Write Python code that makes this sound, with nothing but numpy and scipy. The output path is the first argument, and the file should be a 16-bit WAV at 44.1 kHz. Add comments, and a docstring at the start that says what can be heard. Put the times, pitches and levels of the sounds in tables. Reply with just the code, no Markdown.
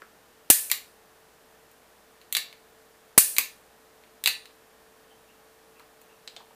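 """A steel revolver's hammer falls twice with a snap that overloads the microphone, over a table in a small room.
After each fall the trigger resets and the hammer is cocked again; late on, a cloth is brought to the gun and
its cylinder ticks. Contacts are short noise bursts that excite decaying steel modes, then coloured and echoed.
Below them lie dull bumps, faint narrow-band squeaks and an appliance: filtered noise, steady tones, motor drone."""
import sys
import numpy as np
from scipy import signal
from scipy.fft import rfft, irfft, next_fast_len
from scipy.io import wavfile
from scipy.ndimage import minimum_filter1d, map_coordinates

SR = 44100
rng = np.random.default_rng(int(sys.argv[2]) if len(sys.argv) > 2 else 0)


def to_wav(s):
    """Save 16-bit WAV."""
    ch = np.atleast_2d(s).T  # columns
    pcm = np.round(np.clip(ch, -1, 1) * 32767)  # PCM
    wavfile.write(sys.argv[1], SR, pcm.astype(np.int16))


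N = 288842


def amp(db):
    """Amplitude ratio of a level in dB."""
    return 10 ** (np.asarray(db) / 20)


def unit(x):
    """x scaled to RMS 1."""
    return x / np.sqrt(np.mean(x ** 2) + 1e-20)


def scaled_to(x, reference, db=0):
    """x given the energy of the reference, offset by db."""
    return amp(db) * np.linalg.norm(reference) * x / np.linalg.norm(x)


def along(points, hz):
    """Interpolate (frequency [Hz], value) points on a log frequency axis."""
    point_hz, value = np.transpose(points)
    return np.interp(np.log(hz + 1), np.log(point_hz + 1), value)


def fade(t, t60_s):
    """Exponential decay by 60 dB in t60_s."""
    return np.exp(-np.log(1000) * t / t60_s)


def wobble(rate_hz):
    """Smooth random curve with rate_hz knots per second."""
    knots = rng.standard_normal(int(N * rate_hz / SR) + 4)
    return map_coordinates(knots, [np.arange(N) * rate_hz / SR])


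def bell(hz, centre_hz, octaves):
    """Resonance weight: 1 at the centre, falling on both sides."""
    return 1 / (1 + (np.log2((hz + 1) / centre_hz) / octaves) ** 2)


def treble(hz, corner_hz=5800):
    """Weight going from 0 in a click's body to 1 in its treble."""
    return 1 - 1 / (1 + (hz / corner_hz) ** 6)


def ripple(hz, ripple_db, spacing_hz=280):
    """Random peaks and gaps in the gun's radiation, new at each blow."""
    knots = rng.standard_normal(400)
    return ripple_db * map_coordinates(knots, [hz / spacing_hz], mode="mirror")


def coloured(x, gain_db):
    """x through the causal minimum-phase filter with gain gain_db(hz)."""
    size = 2 * next_fast_len(x.shape[-1])
    cepstrum = irfft(np.log(amp(gain_db(np.fft.rfftfreq(size, 1 / SR)))), size)
    cepstrum[1:size // 2] *= 2  # fold onto positive time
    cepstrum[size // 2 + 1:] = 0
    response = np.exp(rfft(cepstrum))
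    return irfft(rfft(x, size) * response, size)[..., :x.shape[-1]]


def add(track, start_s, sound):
    """Mix a sound into the track at start_s."""
    part = track[max(round(start_s * SR), 0):][:len(sound)]
    part += sound[:len(part)]


# decay of the room's diffuse tail: (frequency [Hz], t60 [s])
ROOM_DECAY = [(200, 0.49), (800, 0.24), (2500, .28), (5500, 0.3), (9000, 0.2), (15000, .2)]


def in_room(x, wet_db, table_db, table_delay_s=0.0053, build_s=0.0034):
    """Direct sound, its bounce off the table and the walls' diffuse answer."""
    hz, frame_s, z = signal.stft(rng.standard_normal(len(x)), SR, nperseg=256)
    decay = fade(frame_s, along(ROOM_DECAY, hz)[:, None])
    tail = signal.istft(z * decay, SR, nperseg=256)[1][:len(x)]
    tail *= 1 - np.exp(-np.arange(len(tail)) / SR / build_s)
    paths = amp(wet_db) * tail / np.linalg.norm(tail)
    paths[0] += 1
    paths[round(table_delay_s * SR)] += amp(table_db)
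    return signal.fftconvolve(x, paths)


def contact(t60_s, rise_s):
    """One brief chatter of touching parts, nearly flat in spectrum, in a half-second buffer."""
    t = np.arange(SR // 2) / SR
    shape = fade(t, t60_s) * (1 - np.exp(-t / rise_s))
    shape /= shape.max()
    noise = rng.standard_normal(len(t)) * shape
    flat = np.exp(1j * np.angle(rfft(noise)))  # phase only
    burst = irfft(flat, len(t)) * np.sqrt(shape)
    return scaled_to(burst, shape)


# modes of steel frame and cylinder: (frequency [Hz], relative level [dB], t60 [s])
STEEL_MODES = [(1762, -4, 0.32), (1940, -4.5, .25), (2433, -6, .27), (2705, -6, .22), (2831, -5, 0.24),
               (3470, -4, .22), (3801, -6.5, .25), (4060, -6.5, .22), (4350, -5.5, 0.27), (7440, -4, 0.12),
               (9160, -4.5, 0.2), (9300, -4.5, 0.45), (12240, -2, 0.12)]


def ring(blow, ring_db, pitch_hz, near_db, near_octaves=0.36):
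    """A blow excites the steel's modes at random strengths, favouring those near the struck part's pitch."""
    t = np.arange(len(blow)) / SR
    modes = np.zeros(len(t))
    for hz, db, t60_s in STEEL_MODES:
        strength, phase = rng.standard_normal(2)
        mode_db = db + 1.5 * strength + near_db * bell(hz, pitch_hz, near_octaves)
        modes += amp(mode_db) * fade(t, t60_s) * np.sin(2 * np.pi * hz * t + np.pi * phase)
    return scaled_to(modes, blow, ring_db)


def shimmer(blow, shimmer_db, t60_s):
    """Decaying noise stands for the countless close modes of springs and plates."""
    t = np.arange(len(blow)) / SR
    dense = rng.standard_normal(len(t)) * fade(t, t60_s)
    return scaled_to(dense, blow, shimmer_db)


# colour of the lockwork's clicks: (frequency [Hz], gain [dB])
CLICK_COLOUR = [(100, -35.5), (300, -28.5), (750, -20), (1100, -14), (1450, -12.5), (1950, -5),
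                (2700, -3.5), (3200, -9.5), (4280, -2.3), (5200, -13), (7300, -7.5), (9500, -10.5),
                (12300, -7.5), (15000, -7.5)]


def click(db, bright_db, t60_s, pitch_hz, part_db, ring_db, force_db=0, tone_db=0, part_octaves=0.19):
    """A small steel part drops into place and rings the frame; the hand's drive shifts level and tone."""
    blow = contact(t60_s, rise_s=0.00035)
    steel = blow + ring(blow, ring_db, pitch_hz, near_db=2.0)

    def colour_db(hz):
        part = part_db * bell(hz, pitch_hz, part_octaves)
        tilt = (bright_db + tone_db) * treble(hz)
        return along(CLICK_COLOUR, hz) + part + tilt + ripple(hz, ripple_db=2.5)

    sound = in_room(coloured(steel, colour_db), wet_db=-5.0, table_db=-9.5, table_delay_s=0.0052)
    return amp(db + force_db) * sound


# colour of the cylinder's ticks: (frequency [Hz], gain [dB])
TICK_COLOUR = [(500, -21), (1700, -15), (2400, -8.5), (3600, -1.5), (4500, -5), (5600, -15.5), (8000, -14),
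               (11000, -30), (15000, -28)]


def cylinder(db, ring_db, ring_hz, ring_t60_s):
    """The cylinder knocks against its stop and sings on one decaying note."""
    blow = contact(t60_s=0.011, rise_s=0.00027)
    t = np.arange(len(blow)) / SR
    note = fade(t, ring_t60_s) * np.sin(2 * np.pi * ring_hz * t)
    note = scaled_to(note, blow, ring_db)
    knock = in_room(blow, wet_db=-6, table_db=-7, table_delay_s=0.0057)[:len(t)]
    return amp(db) * coloured(knock + note, lambda hz: along(TICK_COLOUR, hz))


# appliance tones: (frequency [Hz], relative level [dB])
HUM_TONES = [(444.3, 0.5), (489, -9.5), (609, -8.5), (818.3, -13), (1093, -13.5)]
# colour of the appliance's rush: (frequency [Hz], gain [dB])
RUSH_COLOUR = [(20, -22), (45, -23.5), (90, -20), (220, -13.5), (400, -13.5), (700, -12), (1100, -15),
               (1700, -16.5), (1815, -15), (1950, -20), (6000, -26.5), (15000, -27.5)]
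RUSH_DB = -58
HUM_START_DB, HUM_RISE_DB_PER_S = -69, 0.81


def background():
    """An appliance: filtered-noise rush, slowly growing tones and a faint motor drone."""
    t = np.arange(N) / SR
    rush = unit(coloured(rng.standard_normal(N), lambda hz: along(RUSH_COLOUR, hz)))
    tones = np.zeros(N)
    for hz, db in HUM_TONES:
        level = amp(db + 0.89 * wobble(4.5))
        tones += level * np.sin(2 * np.pi * hz * t + 0.5 * wobble(5.3))
    hum = amp(HUM_START_DB + HUM_RISE_DB_PER_S * t) * np.sqrt(2) * tones
    motor = amp(-75.0 + wobble(2.8)) * np.sin(2 * np.pi * 59 * t)
    return amp(RUSH_DB) * rush + hum + motor


# faint high squeaks: (time [s], length [s], level before gain_db [dB], pitch [Hz])
SQUEAK_EVENTS = [(5.095, 0.044, -62.5, 3090), (5.275, 0.046, -60.5, 2730), (5.751, 0.067, -64, 2630),
                 (6.083, 0.054, -61, 2690)]


def squeaks(gain_db=-4, octaves=0.09):
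    """Each squeak is a narrow, unsteady noise band that swells and fades."""
    track = np.zeros(N)
    t = np.arange(SR // 2) / SR
    for start_s, length_s, db, pitch_hz in SQUEAK_EVENTS:
        noise = rng.standard_normal(len(t))
        band = unit(coloured(noise, lambda hz: 20 * np.log10(bell(hz, pitch_hz, octaves))))
        swell = np.sqrt(np.abs(np.sin(np.pi * np.minimum(t / length_s, 1))))
        add(track, start_s, amp(db + gain_db) * in_room(band * swell, wet_db=-2.5, table_db=-17))
    return track


# hands and cloth on the grip: (time [s], level [dB], pitch [Hz], t60 [s])
BUMP_EVENTS = [(0.0185, -38.5, 1460, 0.015), (0.02, -52, 440, 0.044), (5.797, -52.5, 1140, 0.11),
               (6.279, -56, 494, 0.067), (6.365, -50.5, 686, 0.11), (6.402, -50.5, 895, 0.11),
               (6.506, -52.5, 790, 0.053)]


def bumps():
    """Soft contacts sound in one broad, damped band."""
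    track = np.zeros(N)
    for start_s, db, pitch_hz, t60_s in BUMP_EVENTS:
        blow = contact(t60_s, rise_s=0.00058)
        bump = coloured(blow, lambda hz: -20 * np.log10(1 + (2.4 * np.log2((hz + 1) / pitch_hz)) ** 2))
        add(track, start_s, amp(db) * in_room(scaled_to(bump, blow), wet_db=-5.5, table_db=-10))
    return track


# loose parts tick as the grip shifts: (time [s], level [dB], treble tilt [dB])
RATTLE_EVENTS = [(1.714, -55.5, 14), (2.214, -39.5, -6), (4.0366, -40.5, -19), (5.796, -41, -1),
                 (6.0152, -49, 10.5)]
# cylinder ticks in its play: (time [s], level [dB], ring level re blow [dB], ring pitch [Hz])
TICK_EVENTS = [(6.276, -18, -22, 4170), (6.364, -21.5, -15, 3580)]
RATTLE = dict(t60_s=0.018, pitch_hz=2700, part_db=6, ring_db=-23)
TICK_T60_S = 0.084  # ring damped by the hand


def loose_parts():
    """Small parts and the cylinder move in their play as the gun is turned."""
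    track = np.zeros(N)
    for start_s, db, bright_db in RATTLE_EVENTS:
        add(track, start_s, click(db, bright_db, **RATTLE))
    for start_s, db, ring_db, ring_hz in TICK_EVENTS:
        add(track, start_s, cylinder(db, ring_db, ring_hz, TICK_T60_S))
    return track


# thumb draws the hammer back: (time [s], stroke [s], drive [dB], treble tilt [dB])
COCKING_EVENTS = [(2.3255, .0419, -1.5, 0), (4.2387, .0349, 1.96, -2)]
# thumb lets go, hammer settles on the sear: (time [s], drive [dB])
RELEASE_EVENTS = [(2.527, .5), (4.4558, 1)]
LOCK_SHARE = 0.59  # fraction of the stroke at which the cylinder locks
STOP_RISE = dict(db=-19, bright_db=9.5, t60_s=0.015, pitch_hz=3500, part_db=9, ring_db=-23)
STOP_LOCK = dict(db=-3.5, bright_db=-3, t60_s=0.0076, pitch_hz=3790, part_db=7.5, ring_db=-21)
FULL_COCK = dict(db=-5.5, bright_db=-1, t60_s=0.022, pitch_hz=2500, part_db=-0.5, ring_db=-17)
SEAR_SETTLE = dict(db=-29.5, bright_db=-12, t60_s=0.017, pitch_hz=2000, part_db=1, ring_db=-22)
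CYLINDER_DB, CYLINDER_LAG_S = -13.5, 0.001284  # knock just after full cock
CYLINDER_RING = dict(ring_db=-5, ring_hz=4520, ring_t60_s=0.26)


def cocking():
    """The stop rises and locks the cylinder; the hammer reaches full cock, then settles on the sear."""
    track = np.zeros(N)
    for start_s, stroke_s, db, bright_db in COCKING_EVENTS:
        drive = dict(force_db=db, tone_db=bright_db)
        full_s = start_s + stroke_s
        add(track, start_s, click(**STOP_RISE, tone_db=bright_db))  # level set by its own spring
        add(track, start_s + LOCK_SHARE * stroke_s, click(**STOP_LOCK, **drive))
        add(track, full_s, click(**FULL_COCK, **drive))
        add(track, full_s + CYLINDER_LAG_S, cylinder(db + CYLINDER_DB, **CYLINDER_RING))
    for start_s, db in RELEASE_EVENTS:
        add(track, start_s, click(**SEAR_SETTLE, force_db=db))
    return track


# trigger springs forward: (time [s], travel [s], drive [dB], treble tilt [dB], frame knock pitch [Hz])
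RETURN_EVENTS = [(0.6992, .0157, -2.5, 3, 3640), (3.3652, 0.018, 1.5, 1, 1090)]
SEAR_RESET = dict(db=-20.5, bright_db=1, t60_s=0.025, pitch_hz=2530, part_db=8, ring_db=-25)
TRIGGER_HOME = dict(db=-4, bright_db=4, t60_s=0.01, pitch_hz=2190, part_db=3, ring_db=-25)
FRAME_KNOCK = dict(db=-10.5, bright_db=-17, t60_s=0.045, part_db=6.5, ring_db=-22)  # dull answer


def trigger():
    """On its way forward the trigger resets the sear, then slaps home on the frame."""
    track = np.zeros(N)
    for start_s, travel_s, db, bright_db, knock_hz in RETURN_EVENTS:
        drive = dict(force_db=db, tone_db=bright_db)
        add(track, start_s, click(**SEAR_RESET, **drive))
        slap = click(**TRIGGER_HOME, **drive)
        knock = click(**FRAME_KNOCK, **drive, pitch_hz=knock_hz)
        add(track, start_s + travel_s, slap + knock)
    return track


# hammer falls on the frame: (time [s], level [dB], loss per rebound [dB])
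HAMMER_FALLS = [(0.5015, 11, 8), (3.1785, 11.5, 9.5)]
# colour of the snap: (frequency [Hz], gain [dB])
SNAP_COLOUR = [(150, -40.5), (600, -24.5), (1400, -21), (1720, -11.5), (2050, -18.5), (2450, -11),
               (3100, -14.5), (4400, -10.5), (5000, -11.5), (6200, -9), (7500, -4), (9300, 1.5),
               (11000, -1.7), (14500, -2.5)]
REBOUND_S, REBOUND_BRIGHT_DB = 0.0045, 1  # spacing of contacts, added treble at each


def hammer(contacts=3):
    """The mainspring drives the hammer onto the frame: a very loud, bright snap with quick rebounds."""
    track = np.zeros(N)
    for start_s, db, loss_db in HAMMER_FALLS:
        for k in range(contacts):
            blow = contact(t60_s=0.017, rise_s=0.0001)
            modes = ring(blow, ring_db=-21, pitch_hz=1904, near_db=3.5)
            steel = blow + modes + shimmer(blow, shimmer_db=-13, t60_s=0.5)

            def colour_db(hz):
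                tilt = k * REBOUND_BRIGHT_DB * treble(hz)
                return along(SNAP_COLOUR, hz) + tilt + ripple(hz, ripple_db=0.5)

            snap = in_room(coloured(steel, colour_db), wet_db=-10.5, table_db=-11.5)
            add(track, start_s + k * REBOUND_S, amp(db - k * loss_db) * snap)
    return track


def scene(side_db=-31):
    """Nearly mono sum; the two channels differ only by a very faint, smeared copy of the sound."""
    sound = background() + squeaks() + bumps() + loose_parts() + cocking() + trigger() + hammer()
    smear = contact(t60_s=0.03, rise_s=0.0003)
    smear /= np.linalg.norm(smear)
    side = amp(side_db) * signal.fftconvolve(sound, smear)[:N]
    return np.array([sound + side, sound - side])


def record(dry, top=0.84, overload=1.35, hold_s=0.03, thump_db=19.0, thump_low_hz=120, thump_high_hz=750,
           top_hz=15150):
    """An overload's first peaks jolt the microphone into a low thump; peaks clip and the band is limited."""
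    excess = np.tanh(8 * np.maximum(np.abs(dry) - overload, 0))
    size = 2 * int(hold_s * SR / 2) + 1
    held = -minimum_filter1d(-excess, size, origin=size // 2)  # stays saturated for hold_s
    jolt = np.maximum(np.diff(held, prepend=0), 0)
    thump = signal.lfilter(*signal.butter(2, thump_low_hz, "highpass", fs=SR), jolt)
    thump = signal.lfilter(*signal.butter(1, thump_high_hz, fs=SR), thump)
    clipped = np.clip(dry, -top, top) + amp(thump_db) * thump
    band = signal.firwin(301, top_hz, fs=SR)
    return signal.fftconvolve(clipped, band[None], "same", axes=1)


dry = scene()
out = record(dry)
to_wav(out)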